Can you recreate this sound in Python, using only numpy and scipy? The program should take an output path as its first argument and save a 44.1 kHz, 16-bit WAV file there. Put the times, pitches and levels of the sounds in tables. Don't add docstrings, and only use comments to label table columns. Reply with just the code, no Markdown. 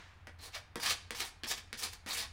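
import sys
import numpy as np
from scipy import signal
from scipy.fft import rfft, irfft
from scipy.io import wavfile

SR = 44100
rng = np.random.default_rng(int(sys.argv[2]) if len(sys.argv) > 2 else 0)


def persist_wave(psi):
    counts = np.round(np.clip(psi, -1, 1) * 32767).astype(np.int16)
    wavfile.write(sys.argv[1], SR, np.atleast_2d(counts).T)


N = 102576

# time in seconds, relative level in dB,
# treble in dB (TREBLE_REF_DB is neutral), low mids in dB (LOW_MID_REF_DB is neutral).
PASSES = [
    [(0.39, -66, 1, -11), (0.4, -56.5, -21, 1), (0.415, -57.5, -2.5, -15), (0.435, -52.5, 1.5, 3.5),
     (0.468, -53.5, 1.5, -3), (0.495, -60.5, -6, 7)],
    [(0.522, -62.0, -9.0, -7), (0.54, -43, -18, -10), (0.553, -38.5, -13.5, -8.5), (0.568, -42.0, -16, -4),
     (0.585, -54, -3, 3), (0.605, -62, -21, -3.0)],
    [(0.8, -45.5, -3.5, 7.5), (0.813, -53, 2, -9.0), (0.835, -34, -3, -2.5), (0.848, -37.0, -7, -6),
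     (0.866, -28.5, -11, -8.5), (0.885, -32.5, -12, -9), (0.91, -26.5, -7.5, -24), (0.928, -40.5, -4, -4),
     (0.95, -61, -18, -7)],
    [(1.148, -44, -6.5, 2.5), (1.162, -48, -2, -5.5), (1.195, -42, -5.5, -9.0), (1.207, -32.5, -13, -14),
     (1.228, -38.0, -11, -3), (1.243, -50.5, 0, -3), (1.268, -51.5, -2.5, -4), (1.295, -60, -1, 2)],
    [(1.468, -51.0, -3, 8), (1.487, -45.5, 4.5, -13.0), (1.505, -37, -2, -7), (1.521, -32, -4, -11.5),
     (1.535, -46, -21, -17), (1.56, -58, -1, -1), (1.583, -42, -7.5, -12), (1.605, -58, -25, -9.0)],
    [(1.775, -57.5, 3, -7), (1.8, -46.5, 5, -6), (1.818, -47, -6, -5), (1.834, -33.5, -4.5, -11.5),
     (1.865, -44, -6.5, -4.5), (1.885, -49, -9, -4.5), (1.915, -62, -7.0, -24), (1.935, -45, -4, -1),
     (1.955, -67, -7, -20)],
    [(2.066, -47.5, -9, 5), (2.092, -42.5, -3, 0.5), (2.117, -44, -3.5, -1.5), (2.14, -43, 3, -5.5),
     (2.163, -41, -6.5, -12), (2.182, -38.5, -2, -6), (2.222, -39.5, -8.5, -8), (2.242, -44.5, -11, -4),
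     (2.262, -56, -10, -5)],
]
DRAG_LEVELS = [-8, -39, -24, -19.5, -18, -17, -19]
# start in seconds, slap level in dB, thump level in dB,
# treble edge in Hz, treble gain in dB, gain of the thump's bass in dB.
LANDINGS = [(0.271, -41, -49.5, 2280, -13.5, -10), (0.7569, -38, -38.5, 2630, -4.5, -3),
            (1.107, -39, -46, 7550, -1.5, 3), (1.4351, -39.5, -50.5, 6500, -10, 5),
            (1.729, -40.5, -56.5, 7700, -4, 8.5), (2.062, -48, -47.5, 5000, -4, -0.5)]
# start in seconds, level in dB, decay time in seconds, treble gain in dB.
SNAG_EVENTS = [(0.9067, -30, 0.0064, -18), (1.2042, -36.5, 0.0026, 2.5), (1.251, -49.5, 0.0012, 5),
               (1.442, -39.5, 0.0014, -24), (1.446, -45, 0.0022, -2), (1.515, -41, 0.0028, -16),
               (1.795, -50, 0.00077, 4), (1.825, -46, 0.0021, -6), (1.935, -52, 0.0013, 4.5),
               (2.109, -39.5, 0.0021, -5)]
# middle in seconds, swell width (sigma) in seconds,
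# centre in Hz, level in dB.
RASP_SWELLS = [(0.396, 0.0043, 4240, -60.5), (0.445, 0.028, 4220, -57), (0.815, 0.007, 4740, -47.5),
               (0.866, 0.0096, 5170, -42), (1.484, 0.0071, 5400, -43.5), (1.797, 0.011, 5200, -48),
               (2.117, 0.014, 4200, -40)]
# middle in seconds,
# swell width (sigma) in seconds, centre in Hz, level in dB.
FLEX_SWELLS = [(0.565, 0.0046, 645, -48.5), (0.872, 0.026, 1188, -45.5), (1.215, 0.018, 786, -51),
               (1.515, 0.0073, 755, -45.5), (1.842, 0.011, 780, -56.5)]
# centre in Hz, width in Hz, relative level in dB.
BOARD_MODES = [(699, 75, 1.5), (1100, 330, -8.5), (1800, 110, -2.5), (2200, 42, 5.5), (2380, 190, -9),
               (2890, 50, -9.5), (3630, 33, 1.5), (4900, 33, -34), (4660, 290, -7.5)]

# frequency in Hz, relative level in dB.
SCRAPE_COLOUR = [(76, -53), (130, -34.5), (481, -1.5), (601, -15.5), (735, -6.5), (935, -6), (1170, -4.5),
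                 (1490, -6.5), (1780, -1.5), (2050, -5), (2320, -1), (4680, -1), (7910, -8), (10300, -8.5),
                 (12100, -15.5), (15100, -11.5), (16000, -20)]
DRAG_COLOUR = [(60, -6), (140, -5.5), (200, -1), (280, -4), (380, 1), (480, 5), (620, -13.5), (2000, -51)]
SLAP_COLOUR = [(200, -39), (620, -10), (900, -12.5), (1150, -8), (1400, -1.5), (1750, 3), (2400, -1),
               (3200, 0.5), (4700, -0.5), (8000, -4.5), (10000, -2.5), (12500, -14.5), (15500, -9)]
THUMP_COLOUR = [(40, -9), (100, -16.5), (170, -3), (250, 4), (370, -2), (490, 2), (620, -11), (900, -8.5),
                (1200, -9.5), (1600, -16.5), (6000, -46)]
HUM_COLOUR = [(20, -28), (32, -5), (42, -7.5), (51, 8.5), (68, -11.5), (88, 12), (100, -5), (120, -28),
              (200, -6)]
AIR_COLOUR = [(100, 22.5), (200, 9.5), (500, 2), (800, 7.5), (1900, 6.5), (3000, -1.5), (6000, -21),
              (10000, -21), (16000, -26)]
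LINGER_COLOUR = [(300, -10), (900, 1), (1900, 4.5), (4000, -3.5), (6500, -10.5), (10000, -24), (16000, -36)]
# frequency in Hz, time to fall 60 dB in seconds.
ROOM_DECAY = [(150, 0.86), (600, 0.45), (2000, .45), (5000, 0.44), (10000, 0.31), (16000, 0.17)]

GRAINS_PER_S, GRAIN_SPREAD_DB, JUDDER_HZ, JUDDER_DB = 11000, 2.5, 198.2, 1.25
SCRAPE_DB, LIFT_S = -1.5, 0.002
LOW_CUT_HZ, LOW_MID_HZ, UPPER_MID_HZ, TREBLE_HZ = 463, 1850, 3600, 5700
TREBLE_REF_DB, LOW_MID_REF_DB = -6.5, -7.5
UPPER_MID_SHARE = 0.25
SHIMMER_HZ, SHIMMER_DB = 44.83, 1.47
BOARD_DB = -3
SLAP_S, SETTLE_S, THUMP_S = 0.0013, 0.022, 0.006
SETTLE_DB, SETTLE_HZ, THUMP_BASS_HZ = 0, 8600, 307
BURST_S = 0.01
RASP_WIDTH_HZ, FLEX_WIDTH_HZ = 680, 82
ROOM_DB, ROOM_GAP_S = -12, 0.005
WALLS_DB, WALLS_GAP_S, WALLS_S = -7.5, 0.006, 0.016
HUM_DB, AIR_DB = -59.5, -61
LINGER_DB, LINGER_S = -55, 0.11
TOP_HZ = 16000


def scraping():
    t = np.arange(N) / SR
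    catches = rng.random(N) < GRAINS_PER_S / SR
    sizes_db = GRAIN_SPREAD_DB * np.minimum(rng.exponential(size=N), 4)
    sizes = undb(sizes_db) * rng.choice([-1, 1], N)
    force = catches * sizes * undb(JUDDER_DB * wander(JUDDER_HZ))
    grit = unit(shimmer(board(colour(force, SCRAPE_COLOUR))))
    drag = unit(colour(force, DRAG_COLOUR))

    edges = (LOW_CUT_HZ, LOW_MID_HZ, UPPER_MID_HZ, TREBLE_HZ)
    layers = [below(grit, hz) for hz in edges] + [grit]
    low, middle, upper, high = np.diff(layers, axis=0)

    out = np.zeros(N)
    for points, drag_db in zip(PASSES, DRAG_LEVELS):
        when, level_db, treble_db, low_mid_db = np.array(points).T

        def gain(curve_db):
            return undb(np.interp(t, when, curve_db))

        outside = np.maximum(np.maximum(when[0] - t, t - when[-1]), 0)
        contact = np.exp(-outside / LIFT_S)
        bright_db = treble_db - TREBLE_REF_DB
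        hiss = middle + gain(UPPER_MID_SHARE * bright_db) * upper + gain(bright_db) * high
        body = gain(low_mid_db - LOW_MID_REF_DB) * low + undb(drag_db) * drag
        out += contact * gain(level_db) * (hiss + body)
    return undb(SCRAPE_DB) * out


def shimmer(x):
    out = 0
    for hz in np.geomspace(700, 11200, 9):
        band = below(x, hz, order=6)
        x = x - band
        out = out + band * undb(SHIMMER_DB * wander(SHIMMER_HZ))
    return out + x


def board(x):
    ring = sum(undb(db) * resonate(x, hz, width) for hz, width, db in BOARD_MODES)
    return (x + undb(BOARD_DB) * ring) / np.sqrt(1 + undb(BOARD_DB))


def taps():
    slaps, thumps = np.zeros(N), np.zeros(N)
    for start, slap_db, thump_db, edge_hz, treble_db, bass_db in LANDINGS:
        settling = below(burst(start, SETTLE_S), SETTLE_HZ, order=1)
        hit = burst(start, SLAP_S) + undb(SETTLE_DB) * settling
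        slaps += undb(slap_db) * tilt(hit, edge_hz, treble_db)
        push = burst(start, THUMP_S)
        bass = below(push, THUMP_BASS_HZ)
        thumps += undb(thump_db) * (push + (undb(bass_db) - 1) * bass)
    return board(colour(slaps, SLAP_COLOUR)) + colour(thumps, THUMP_COLOUR)


def snags():
    out = np.zeros(N)
    for start, db, decay, treble_db in SNAG_EVENTS:
        tear = burst(start, decay)
        out += undb(db) * tilt(tear, TREBLE_HZ, treble_db)
    return board(colour(out, SCRAPE_COLOUR))


def rubbed(rows, width):
    t, out = np.arange(N) / SR, np.zeros(N)
    for middle, sigma, hz, db in rows:
        friction = rng.standard_normal(N)
        ring = unit(resonate(resonate(friction, hz, width), hz, 2 * width))
        swell = np.exp(-.5 * ((t - middle) / sigma) ** 2)
        out += undb(db) * ring * swell
    return out


def room(x):
    t = np.arange(SR // 2) / SR
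    sparse = rng.standard_normal(len(t)) * (rng.random(len(t)) < .05)
    near = sparse * (t > WALLS_GAP_S) * np.exp(-t / WALLS_S)
    near = below(near, 13500, order=1)
    noise, tail = rng.standard_normal(len(t)), 0
    for hz in np.geomspace(250, 16000, 7):
        band = below(noise, hz * np.sqrt(2))
        noise = noise - band
        decay = np.exp(-np.log(1000) * t / along(ROOM_DECAY, hz))
        tail = tail + band * (t > ROOM_GAP_S) * decay
    walls = undb(WALLS_DB) * near / np.linalg.norm(near)
    diffuse = undb(ROOM_DB) * tail / np.linalg.norm(tail)
    return x + signal.fftconvolve(x, walls + diffuse)[:N]


def background():
    hum = unit(below(colour(rng.standard_normal(N), HUM_COLOUR), 138))
    air = colour(rng.standard_normal(N), AIR_COLOUR)
    fade = np.exp(-np.arange(N) / SR / LINGER_S)
    linger = colour(rng.standard_normal(N), LINGER_COLOUR) * fade
    return undb(HUM_DB) * hum + undb(AIR_DB) * air + undb(LINGER_DB) * linger


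def burst(start, decay):
    age = np.arange(N) / SR - start
    x = rng.standard_normal(N) * (age >= 0) * np.exp(-np.abs(age) / decay)
    return x * np.sqrt(BURST_S * SR) / np.linalg.norm(x)


def resonate(x, hz, width):
    return signal.lfilter(*signal.iirpeak(hz, hz / width, fs=SR), x)


def colour(x, points, size=4096):
    shape = undb(along(points, np.fft.rfftfreq(size, 1 / SR)))
    cepstrum = irfft(np.log(shape))
    cepstrum[1:size // 2] *= 2
    cepstrum[size // 2 + 1:] = 0
    h = irfft(np.exp(rfft(cepstrum)))
    return signal.fftconvolve(x, h / np.linalg.norm(h))[:len(x)]


def tilt(x, edge_hz, treble_db):
    dull = below(x, edge_hz)
    return dull + undb(treble_db) * (x - dull)


def below(x, hz, order=3):
    sos = signal.butter(order, min(hz, SR * .45), fs=SR, output="sos")
    return signal.sosfiltfilt(sos, x)


def wander(rate):
    return unit(np.interp(np.arange(N) / SR * rate, np.arange(N), rng.standard_normal(N)))


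def along(points, hz):
    f, v = np.array(points, float).T
    return np.interp(np.log(hz + 1e-9), np.log(f), v)


def unit(x):
    return x / np.sqrt(np.mean(x ** 2))


def undb(db):
    return 10 ** (np.asarray(db) / 20)


def scene():
    sanding = scraping() + taps() + snags()
    sanding += rubbed(RASP_SWELLS, RASP_WIDTH_HZ) + rubbed(FLEX_SWELLS, FLEX_WIDTH_HZ)
    return (room(sanding) + background())[None]


def record(dry):
    return signal.sosfilt(signal.ellip(10, .2, 70, TOP_HZ, fs=SR, output="sos"), dry)


dry = scene()
out = record(dry)
persist_wave(out)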